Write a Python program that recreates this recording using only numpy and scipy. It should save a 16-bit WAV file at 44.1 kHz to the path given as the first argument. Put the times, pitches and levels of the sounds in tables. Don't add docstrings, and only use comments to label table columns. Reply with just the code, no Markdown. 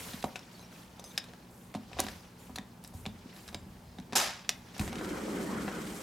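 import sys
import numpy as np
from scipy import signal
from scipy.fft import rfft, irfft
from scipy.io import wavfile
from scipy.ndimage import uniform_filter1d

SR = 44100
rng = np.random.default_rng(int(sys.argv[2]) if len(sys.argv) > 2 else 0)


def file_out(sig):
    cols = np.atleast_2d(sig).T
    lim = np.clip(cols, -1, 1)
    pcm = np.round(lim * 32767).astype(np.int16)
    wavfile.write(sys.argv[1], SR, pcm)


N = 265702


def gain_of(db):
    return 10 ** (np.asarray(db) / 20)


def evened(x):
    return x / np.sqrt(np.mean(x ** 2) + 1e-20)


def peaked(x):
    return x / np.max(abs(x))


def early(x):
    return x / np.sqrt(np.mean(x[:250] ** 2))


def read(points, hz):
    f, value = np.transpose(points)
    return np.interp(np.log(hz + 1), np.log(f + 1), value)


def curve(rows):
    s, *columns = np.transpose(rows)
    return [np.interp(np.arange(N) / SR, s, c, left=-200, right=-200) for c in columns]


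def swell(start, rise, hold, fade_db_per_s):
    t = np.arange(N) / SR - start
    return np.clip(t / rise, 0, 1) * gain_of(-fade_db_per_s * np.maximum(t - rise - hold, 0))


def add(mix, s, sound):
    part = mix[..., round(s * SR):][..., :sound.shape[-1]]
    part += sound[..., :part.shape[-1]]


def band(x, lo_hz, hi_hz):
    sos = signal.butter(2, [lo_hz, min(hi_hz, SR / 2.2)], "bandpass", fs=SR, output="sos")
    return signal.sosfilt(sos, x)


def ring(modes, seconds, damping=1, spread=.02):
    t = np.arange(round(seconds * SR)) / SR
    chance = rng.standard_normal((len(modes), 2))
    out = 0
    for (hz, db, t60), (weight, detune) in zip(modes, chance):
        decay = gain_of(db + 2 * weight - 60 * t / (t60 * damping))
        out = out + decay * np.sin(2 * np.pi * hz * (1 + spread * detune) * t)
    return out


def grit(per_s, spread_db):
    size = gain_of(spread_db * np.minimum(rng.exponential(1, N), 4))
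    return size * (rng.random(N) < per_s / SR) * rng.choice([-1, 1], N)


# frequency in Hz, left-right likeness (1 = identical).
STEREO_LIKENESS = [(60, .99), (150, 1), (380, 0.916), (950, 0.51), (2380, 0.53), (5000, 0.72), (8500, 0.66),
                   (10500, 0.46), (12000, 1), (16000, .99)]


def noise(spectrum, patchy_db, size=1024):
    frames, hz = N // (size // 4) + 5, np.fft.rfftfreq(size, 1 / SR)
    a, b, c, d, patches = rng.standard_normal((frames, len(hz), 5)).T
    patches = evened(uniform_filter1d(uniform_filter1d(patches, 10, 0), 8, 1))
    same = np.clip(read(STEREO_LIKENESS, hz), -1, 1)[:, None]
    left, other = a + 1j * b, c + 1j * d
    z = np.array([left, same * left + np.sqrt(1 - same ** 2) * other])
    z *= gain_of(read(spectrum, hz)[:, None] + patchy_db * patches)
    return evened(signal.istft(z, nperseg=size, noverlap=size * 3 // 4)[1][:, :N])


def stereo(pair, colour_db=0, near=0.):
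    z, hz = rfft(pair), np.fft.rfftfreq(pair.shape[1], 1 / SR)
    same = np.clip(read(STEREO_LIKENESS, hz) * (1 - near) + near, -1, 1)
    right = same * z[0] + np.sqrt(1 - same ** 2) * z[1]
    return irfft(np.array([z[0], right]) * gain_of(colour_db), pair.shape[1])


# frequency in Hz, relative level in dB per Hz.
AIR_COLOUR = [(15, -43), (25, -27), (90, -20), (122, -6.5), (143, -10), (183, -1.5), (261, -10.5),
              (383, -13), (517, -15.5), (593, -16.5), (698, -18.5), (845, -15), (1240, -22.5),
              (3130, -34.5), (17000, -41.5)]
# frequency in Hz, middle level in dB rms.
DRONE_TONES = [(59.2, -79), (118.4, -66.5), (177.6, -61.5), (242.2, -64)]


def room_tone():
    t = np.arange(N) / SR
    drone = 0
    for hz, db in DRONE_TONES:
        waver = evened(uniform_filter1d(rng.standard_normal(N), 3000))
        level = np.sqrt(2) * gain_of(db + 1.7 * waver)
        drone += level * np.sin(2 * np.pi * (hz * t + rng.random()))
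    return gain_of(-55.5) * noise(AIR_COLOUR, 0.83, size=2048) + drone


# frequency in Hz, t60 in s.
ROOM_DECAY = [(200, 0.32), (1000, 0.35), (4000, 0.22), (8000, 0.12), (14000, 0.06)]


def room(x):
    taps = np.zeros((2, SR))
    at = np.arange(300, SR - 20, 20) + rng.integers(0, 20, (2, (SR - 301) // 20))
    np.put_along_axis(taps, at, rng.choice([-1., 1.], at.shape), 1)
    hz, t, z = signal.stft(taps, SR, nperseg=256)
    z[1] = 0.74 * z[0] + 0.45 * z[1]
    fade = gain_of(-60 * t / read(ROOM_DECAY, hz)[:, None])
    tail = signal.istft(z * fade, SR, nperseg=256)[1]
    return signal.fftconvolve(x[None], tail / np.linalg.norm(tail[0]), axes=1)[:, :N]


# time in seconds, skin hiss in dB, strain of the panel in dB.
GRIP_LEVELS = [(0, -49, -58), (.1, -47, -55), (.28, -57.5, -67), (.5, -58, -66.5), (.9, -62, -62.5),
               (1.3, -58.5, -65), (1.5, -66, -67), (1.88, -61.5, -59), (2.03, -47, -52), (2.17, -55.5, -58),
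               (2.33, -63, -66), (2.55, -63, -55), (2.76, -67, -66), (2.95, -64.5, -58), (3.1, -63, -54),
               (3.36, -57, -67.5), (3.58, -65, -52.5), (3.8, -64, -58), (4.06, -64, -56.5),
               (4.41, -67, -65.5), (4.6, -61.5, -57), (4.7, -58, -67), (4.77, -53, -59), (4.82, -59, -57)]
# start in seconds, hold after the rise in seconds,
# fine treble in dB, duller skin hiss in dB.
FINGER_STROKES = [(-.05, 0.13, -51, -51.5), (0.137, .1, -62, -62), (0.508, 0.087, -70, -69),
                  (0.713, 0.09, -67, -58), (1.036, .09, -66, -64), (1.497, 0.13, -69.5, -78),
                  (1.97, .13, -60, -62), (2.381, 0.074, -66, -64), (2.823, 0.026, -69, -64),
                  (2.94, 0.045, -62.5, -70), (3.328, 0.13, -64.5, -65), (3.68, 0.029, -80, -78),
                  (4.494, 0.035, -67, -60), (4.733, 0.036, -68, -54.5)]
# frequency in Hz, relative level in dB per Hz.
GROAN_COLOUR = [(20, -37), (50, 1), (90, -2.5), (130, -10), (300, -54)]


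def hand():
    rise_s, fade_db_per_s, resting_db = 0.015, 148, -73
    level, strain = gain_of(curve(GRIP_LEVELS))
    bright, dull = sum(gain_of(db)[:, None] * swell(s, rise_s, length, fade_db_per_s)
                       for s, length, *db in FINGER_STROKES)
    # frequency in Hz, relative level in dB per Hz
    skin_colour = [(500, -3.5), (1500, -4.0), (3500, -6), (5500, -8.0), (9000, -20), (14000, -39)]
    fine_colour = [(4000, -22), (6500, -0.5), (11000, 0.5), (15000, -4.5), (17000, -19)]
    skin = noise(skin_colour, 2.1, size=256)
    fine = noise(fine_colour, 1.8, size=256)
    groan = noise(GROAN_COLOUR, 0.41, size=2048)
    return np.hypot(level, dull) * skin + (bright + gain_of(resting_db)) * fine + strain * groan


# start in seconds, length in seconds,
# mode in Hz, level in dB rms before the ends are tapered.
LEVER_SQUEAKS = [(.54, .024, 4500, -62), (.602, .051, 4000, -65), (.595, .05, 6300, -66),
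                 (.63, .045, 5550, -63), (.626, .027, 2400, -66), (.74, .029, 2450, -64),
                 (.991, .02, 6020, -58), (.99, .011, 3570, -58), (1.04, .045, 6170, -56),
                 (1.04, .02, 5070, -56), (1.045, .06, 8700, -65), (1.058, .025, 3620, -65),
                 (1.085, .045, 6200, -63), (1.045, .07, 11000, -68), (1.104, .02, 3700, -58),
                 (1.11, .04, 2400, -69), (2.395, .05, 7150, -67), (3.552, .06, 7450, -67),
                 (3.56, .13, 5000, -74), (3.822, .15, 4970, -74), (3.83, .13, 4140, -74),
                 (4.181, .018, 6330, -34)]


def squeaks():
    out = np.zeros(N)
    for s, length, hz, db in LEVER_SQUEAKS:
        settle = 4000
        fuzz = band(rng.standard_normal(settle + round(length * SR)), hz - 110, hz + 110)[settle:]
        add(out, s, gain_of(db) * evened(fuzz) * signal.windows.tukey(len(fuzz), .4))
    return out


# time in seconds, rumble in dB, upper rumble in dB,
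# fine brushing in dB.
ROLL_LEVELS = [(4.81, -46, -46, -52), (4.85, -49, -52.5, -48.5), (4.924, -47.5, -50, -61),
               (5.03, -39.5, -44, -55.5), (5.25, -39, -39.5, -55), (5.45, -37.5, -41, -52),
               (5.55, -36.5, -44, -55), (5.67, -38.5, -44.5, -53), (5.73, -40.5, -45, -57.5),
               (5.914, -47, -48, -52), (6.03, -46, -48.5, -49.5)]
# frequency in Hz, relative level in dB per Hz.
RUMBLE_COLOUR = [(65, -46), (110, -14), (210, 10.5), (248, -1.5), (306, 6.5), (340, -5), (440, -48),
                 (750, -120)]
UPPER_COLOUR = [(190, -42), (330, -3.5), (387, 2.5), (435, -8), (510, -1.5), (606, -14), (680, -16.5),
                (880, -31), (1500, -120)]
GRIND_COLOUR = [(380, -12), (650, -1.5), (889, -0.5), (1090, 0.5), (1360, 0.5), (1470, 1), (1650, -3.5),
                (2030, -6.5), (2600, -20), (3380, -34), (5720, -120)]
HISS_COLOUR = [(1290, -15), (2200, 2), (2790, -6), (3050, 0), (3420, -6), (4940, -7.5), (5530, -7),
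               (8500, -14.5), (11000, -29), (18700, -120)]
BRUSH_COLOUR = [(4710, -13), (8000, -5), (10800, -11.5), (11800, -10.5), (13100, -14), (15900, -22),
                (17000, -27)]
# frequency in Hz, relative level in dB,
# undamped t60 in s.
PANEL_MODES = [(140, -17, 0.18), (164, -1.5, 0.13), (210.3, 8.5, 0.17), (245.5, 3.5, 0.22),
               (283, 4.5, 0.11), (383, 11, 0.057)]


def rolling():
    rumble_db, upper_db, brush_db = curve(ROLL_LEVELS)
    start, moving = ROLL_LEVELS[0][0], rumble_db > -100
    swing_db = rumble_db - -38.5
    grind = moving * gain_of(-45.5 + 0.56 * swing_db)
    hiss = moving * gain_of(-51.5 + 0.23 * swing_db)
    lurch = gain_of(-33) * swell(start, 0.0021, 0, 603)
    sway = gain_of(-45.5) * swell(start, .003, 0, 70) + moving * gain_of(-56)

    bumps = evened(signal.oaconvolve(grit(130, 2.8), ring(PANEL_MODES, .1, 0.63))[:N])
    ticks = evened(band(grit(110, 2.4), 1200, 7300))
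    rumble = evened(noise(RUMBLE_COLOUR, 2.0, size=2048) + 0.04 * bumps)
    low = (gain_of(rumble_db) + lurch) * rumble
    low += gain_of(upper_db) * noise(UPPER_COLOUR, 0.68)
    seal = hiss * (noise(HISS_COLOUR, 1.2, size=256) + 0.29 * ticks)
    seal += gain_of(brush_db) * noise(BRUSH_COLOUR, 0.92, size=256)
    scrape = evened(uniform_filter1d(rng.standard_normal(N), 900))
    seal *= gain_of(1.25 * scrape)
    grinding = (grind + 0.22 * lurch) * noise(GRIND_COLOUR, 2.4)
    return low + grinding + seal + sway * noise(GROAN_COLOUR, 1.0, size=2048)


# start in seconds, peak of the middle modes in dB,
# centre of the modes struck in Hz, peak of the deep sway in dB, factor on t60 (at least 0.2 is used).
PANEL_THUMPS = [(0.139, -32.5, 207, -57, 0.44), (0.2406, -25.5, 332, -42, 0.17),
                (0.252, -35.5, 169, -48, 0.41), (1.752, -29.5, 222, -47.5, 0.92),
                (1.993, -34, 295, -42, 0.39), (2.017, -36.5, 302, -61, 0.88), (2.044, -36, 257, -57, 1),
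                (2.497, -40.5, 260, -61, 0.69), (2.588, -35, 233, -51, 0.52),
                (2.943, -42.5, 200, -37.5, 0.99), (3.064, -32, 207, -41, 1), (3.256, -38.5, 266, -60, 0.19),
                (3.547, -38.5, 232, -53, 0.76), (3.663, -43.5, 250, -58, 1), (3.987, -36.5, 212, -55, 0.96),
                (4.126, -34, 220, -51, 0.84), (4.16, -40, 332, -61, 0.72), (4.795, -26.5, 200, -27.5, 0.43)]
# frequency in Hz, relative level in dB, undamped t60 in s.
SWAY_MODES = [(52.7, -12, 1), (95.4, 4.5, 0.29), (116, -3.5, 0.31)]


def thumps():
    out, padding = np.zeros(N), np.hanning(round(0.0021 * SR))
    for s, panel_db, centre_hz, sway_db, damping in PANEL_THUMPS:
        t60_factor = max(damping, .2)
        blow = np.convolve(ring(PANEL_MODES, .3, t60_factor, 0.028), padding)
        panel = band(blow, centre_hz / 1.33, centre_hz * 1.38)
        add(out, s, gain_of(panel_db) * peaked(panel))
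        sway = band(ring(SWAY_MODES, .6, t60_factor, 0.1), 39, 118)
        add(out, s, gain_of(sway_db) * peaked(sway))
    return out


# frequency in Hz, relative level in dB, t60 in s (not used).
LATCH_MODES = [(1710, -5.5, 0.07), (2570, -16, 0.02), (3730, -1.5, 0.12), (3930, -21, 0.034),
               (5130, 16.5, 0.038), (6050, -1, 0.035), (7300, 13, 0.018), (8400, -13, 0.084),
               (9400, -34, .03), (10750, 17, 0.06)]


def metal_db(hz, lift_db, width_hz):
    bumps = sum(gain_of(db) / (1 + ((hz - f) / width_hz) ** 2) for f, db, t60 in LATCH_MODES)
    return lift_db * (np.minimum(bumps, 1) - .35)


# frequency in Hz, relative level in dB, t60 in s before scaling.
FRAME_MODES = [(407, -5, 0.031), (590, 0, 0.029), (740, 7, 0.034), (957, -6.5, 0.07), (1090, -11, 0.054),
               (1227, -16, 0.09), (1580, -47, 0.0092)]
# frequency in Hz, relative level in dB per Hz.
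CHATTER_COLOUR = [(120, -38), (200, -18), (269, -20), (348, -7.5), (468, -12.5), (829, 1), (943, -5),
                  (1110, -2.5), (1940, -7), (2370, -4), (3430, -7), (6200, -7), (8490, -11.5), (12700, -14),
                  (16500, -37)]


def rattle():
    jam_s, loose_s = 4.153, 4.179
    level = gain_of(-22.5) * swell(jam_s, 0.0072, .016, 5000)
    level += gain_of(-30.5) * swell(loose_s, 0.0027, 0.053, 121)
    level *= gain_of(1.6 * evened(uniform_filter1d(rng.standard_normal(N), 200)))
    treble = gain_of(4) * swell(jam_s, .001, 0, 99)
    body = gain_of(2) * swell(jam_s, .001, 0, 16)

    hz = np.fft.rfftfreq(N, 1 / SR)
    chatter = 0.51 * evened(grit(3500, 1.4)) + stereo(rng.standard_normal((2, N)), near=0.28)
    frame = ring(FRAME_MODES, .1, 2.8, spread=.003)
    chatter += 0.034 * evened(signal.oaconvolve(chatter, frame[None])[:, :N])
    z = rfft(chatter) * gain_of(read(CHATTER_COLOUR, hz) + metal_db(hz, 4.6, 54))
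    z /= np.sqrt(np.mean(irfft(z, N) ** 2))
    lows, highs = 1 / (1 + (hz / 1500) ** 4), 1 / (1 + (6500 / (hz + 1)) ** 4)
    middle = irfft(z * (1 - lows - highs), N)
    return level * (body * irfft(z * lows, N) + middle + treble * irfft(z * highs, N))


# start in seconds, frame knock in dB, crack in dB before colouring,
# brightness in dB per octave, mode struck hardest in Hz, t60 in s, left minus right in dB.
LATCH_CLICKS = [(.1342, -52, -39.5, -4, 3710, 0.06, 0), (0.226, -61, -34.5, -4.5, 3500, 0.036, -3),
                (.241, -28, -35, -1, 2440, 0.048, -2.5), (0.3571, -43, -33, -6, 2680, 0.068, 4.5),
                (0.3916, -60, -45.5, -3, 5450, 0.05, -1), (.5939, -56, -49, -3, 4060, .025, 4),
                (0.627, -58.5, -48, -4, 2620, .022, 6), (0.8329, -68, -49.5, -5, 1790, .027, 2),
                (.995, -47, -44.5, 1.3, 6080, .044, 1), (1.0403, -54, -45, 2.5, 6150, 0.045, 1),
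                (1.1136, -74, -51, -1, 3650, .055, 0), (1.177, -45.5, -21, -4, 5100, 0.041, .5),
                (1.2407, -70, -43.5, -2, 3600, .03, -2), (1.335, -54, -47, -5.5, 4960, 0.032, 1),
                (1.7407, -51, -41, -5, 2210, 0.041, -3), (1.749, -37, -38.5, -4.5, 4220, 0.076, -1),
                (1.9156, -49.5, -67, -3, 1500, .028, -3), (1.931, -50, -43, -10, 2500, .034, 6),
                (1.9683, -44, -61, -5, 1790, 0.13, 0), (1.9869, -47, -34.5, -11, 4050, .053, 5),
                (1.9927, -30.5, -27, -3, 1480, .097, -2.5), (2.0018, -31, -23, 6, 1840, 0.018, -2),
                (2.024, -57, -48, -.3, 3640, .07, -1), (2.0365, -48, -43.5, 3, 5330, .061, 1),
                (2.066, -39.5, -35, -4, 1610, 0.031, -3), (2.0845, -47, -35.5, -6, 1940, 0.042, 6),
                (2.4957, -49, -65, 8, 2950, 0.062, 1), (2.558, -55, -30, -1, 3950, 0.041, 1),
                (2.578, -45.5, -50, -7, 1500, .03, 0), (2.5845, -43, -33, -6, 3620, 0.025, -.5),
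                (2.8394, -63, -45.5, 6, 5200, 0.012, 0), (2.8464, -58, -42, -2, 5400, .045, 1),
                (2.8757, -71, -48, 6.5, 8100, 0.016, 0), (2.9373, -55, -53.5, 3.5, 1810, 0.12, 0),
                (3.0546, -45, -41, -10, 2430, 0.027, 2.5), (3.0625, -44, -31.5, -6.5, 3600, 0.031, 0.5),
                (3.363, -59, -48.5, -2, 1850, 0.14, 2), (3.478, -57, -42.5, -2, 5160, .045, 0),
                (3.487, -62, -38.5, -6, 1950, 0.037, 0), (3.5276, -51, -49, -4, 3770, 0.083, 0),
                (3.5449, -41.5, -30.5, -5, 4900, 0.032, -1.5), (3.985, -49, -46, -7.5, 3800, 0.06, -2.5),
                (3.999, -55, -48.5, -2.5, 6100, 0.038, 1), (4.1238, -46, -40, -5.5, 1860, 0.033, 1),
                (4.131, -39, -32, -8, 5960, 0.052, 1), (4.153, -37, -38, -3, 4970, 0.018, 0),
                (4.1805, -48, -20.5, 1.3, 6150, 0.024, -1), (4.198, -42, -27, -5, 5780, .043, 0),
                (4.4468, -66, -48, -8, 3420, .06, -4), (4.4916, -39.5, -17.5, -2.5, 5970, 0.034, 0),
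                (4.765, -48, -47, -7, 1670, 0.026, 1), (4.7792, -64, -40.5, 0.5, 8100, 0.04, -1),
                (4.7942, -40, -31, 0, 2540, 0.072, 2.5), (4.8772, -41, -35, -5, 2150, 0.036, -1),
                (4.9284, -42, -37, -5.5, 2100, 0.034, 1), (4.9557, -53, -37.5, -4.5, 2870, 0.04, 0),
                (4.983, -57, -41, -5, 3030, 0.095, -1), (5.0115, -41.5, -44, -7, 1800, .034, 4),
                (5.047, -50, -40.5, -6, 3400, 0.039, 2), (5.0914, -54, -40, -4, 3960, .023, 1),
                (5.679, -39.5, -39, -12.5, 1500, 0.11, 4)]
# frequency in Hz, relative level in dB.
CRACK_COLOUR = [(600, -20.5), (1300, -2.5), (2100, -4), (3900, -1), (6700, -3), (12000, -6.5), (17000, -20)]


def clicks():
    out, t = np.zeros((2, N)), np.arange(4096) / SR
    seconds = len(t) / SR
    hz = np.fft.rfftfreq(len(t), 1 / SR)
    octaves = np.log2(np.clip(hz, 2000, 13000) / 3900)
    for s, knock_db, crack_db, tilt_db, struck_hz, t60, pan_db in LATCH_CLICKS:
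        colour_db = crack_db + tilt_db * octaves + read(CRACK_COLOUR, hz) + metal_db(hz, 1.7, 176)
        colour_db += 5.2 / (1 + ((hz - struck_hz) / 220) ** 2)
        fade = gain_of(-60 * t / max(t60, .004)) + 1.26 * gain_of(-60 * t / 0.0076)
        fade *= np.minimum(t / (0.034 * t60), 1)
        crack = stereo(rng.standard_normal((2, len(t))), colour_db, near=0.86) * fade
        modes = [(f, np.interp(f, hz, colour_db) - 6.5, min(.4 * t60, .017))
                 for f in [struck_hz, *np.transpose(LATCH_MODES)[0]]]
        crack += ring(modes, seconds, spread=0.026) * np.minimum(t / 0.001, 1)
        knock = early(band(ring(FRAME_MODES, seconds, 0.51 + 8.0 * t60, spread=0.021), 316, 1600))
        knock += 0.31 * early(band(rng.standard_normal(len(t)) * fade, 270, 1020))
        pan = gain_of([[pan_db / 2], [-pan_db / 2]])
        add(out, s, (crack + gain_of(knock_db) * knock) * pan)
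    return out


def scene():
    hits = clicks() + rattle() + thumps() + squeaks()
    tail = gain_of(-14.5) * room(hits.mean(0))
    return hits + tail + hand() + rolling() + room_tone()


def record(dry):
    thinned = signal.sosfilt(signal.butter(2, 27, "highpass", fs=SR, output="sos"), dry)
    edge_hz = 16700
    low_pass = signal.firwin(255, edge_hz, window=("kaiser", 9), fs=SR)
    return signal.oaconvolve(thinned, low_pass[None], "same")


dry = scene()
out = record(dry)
file_out(out)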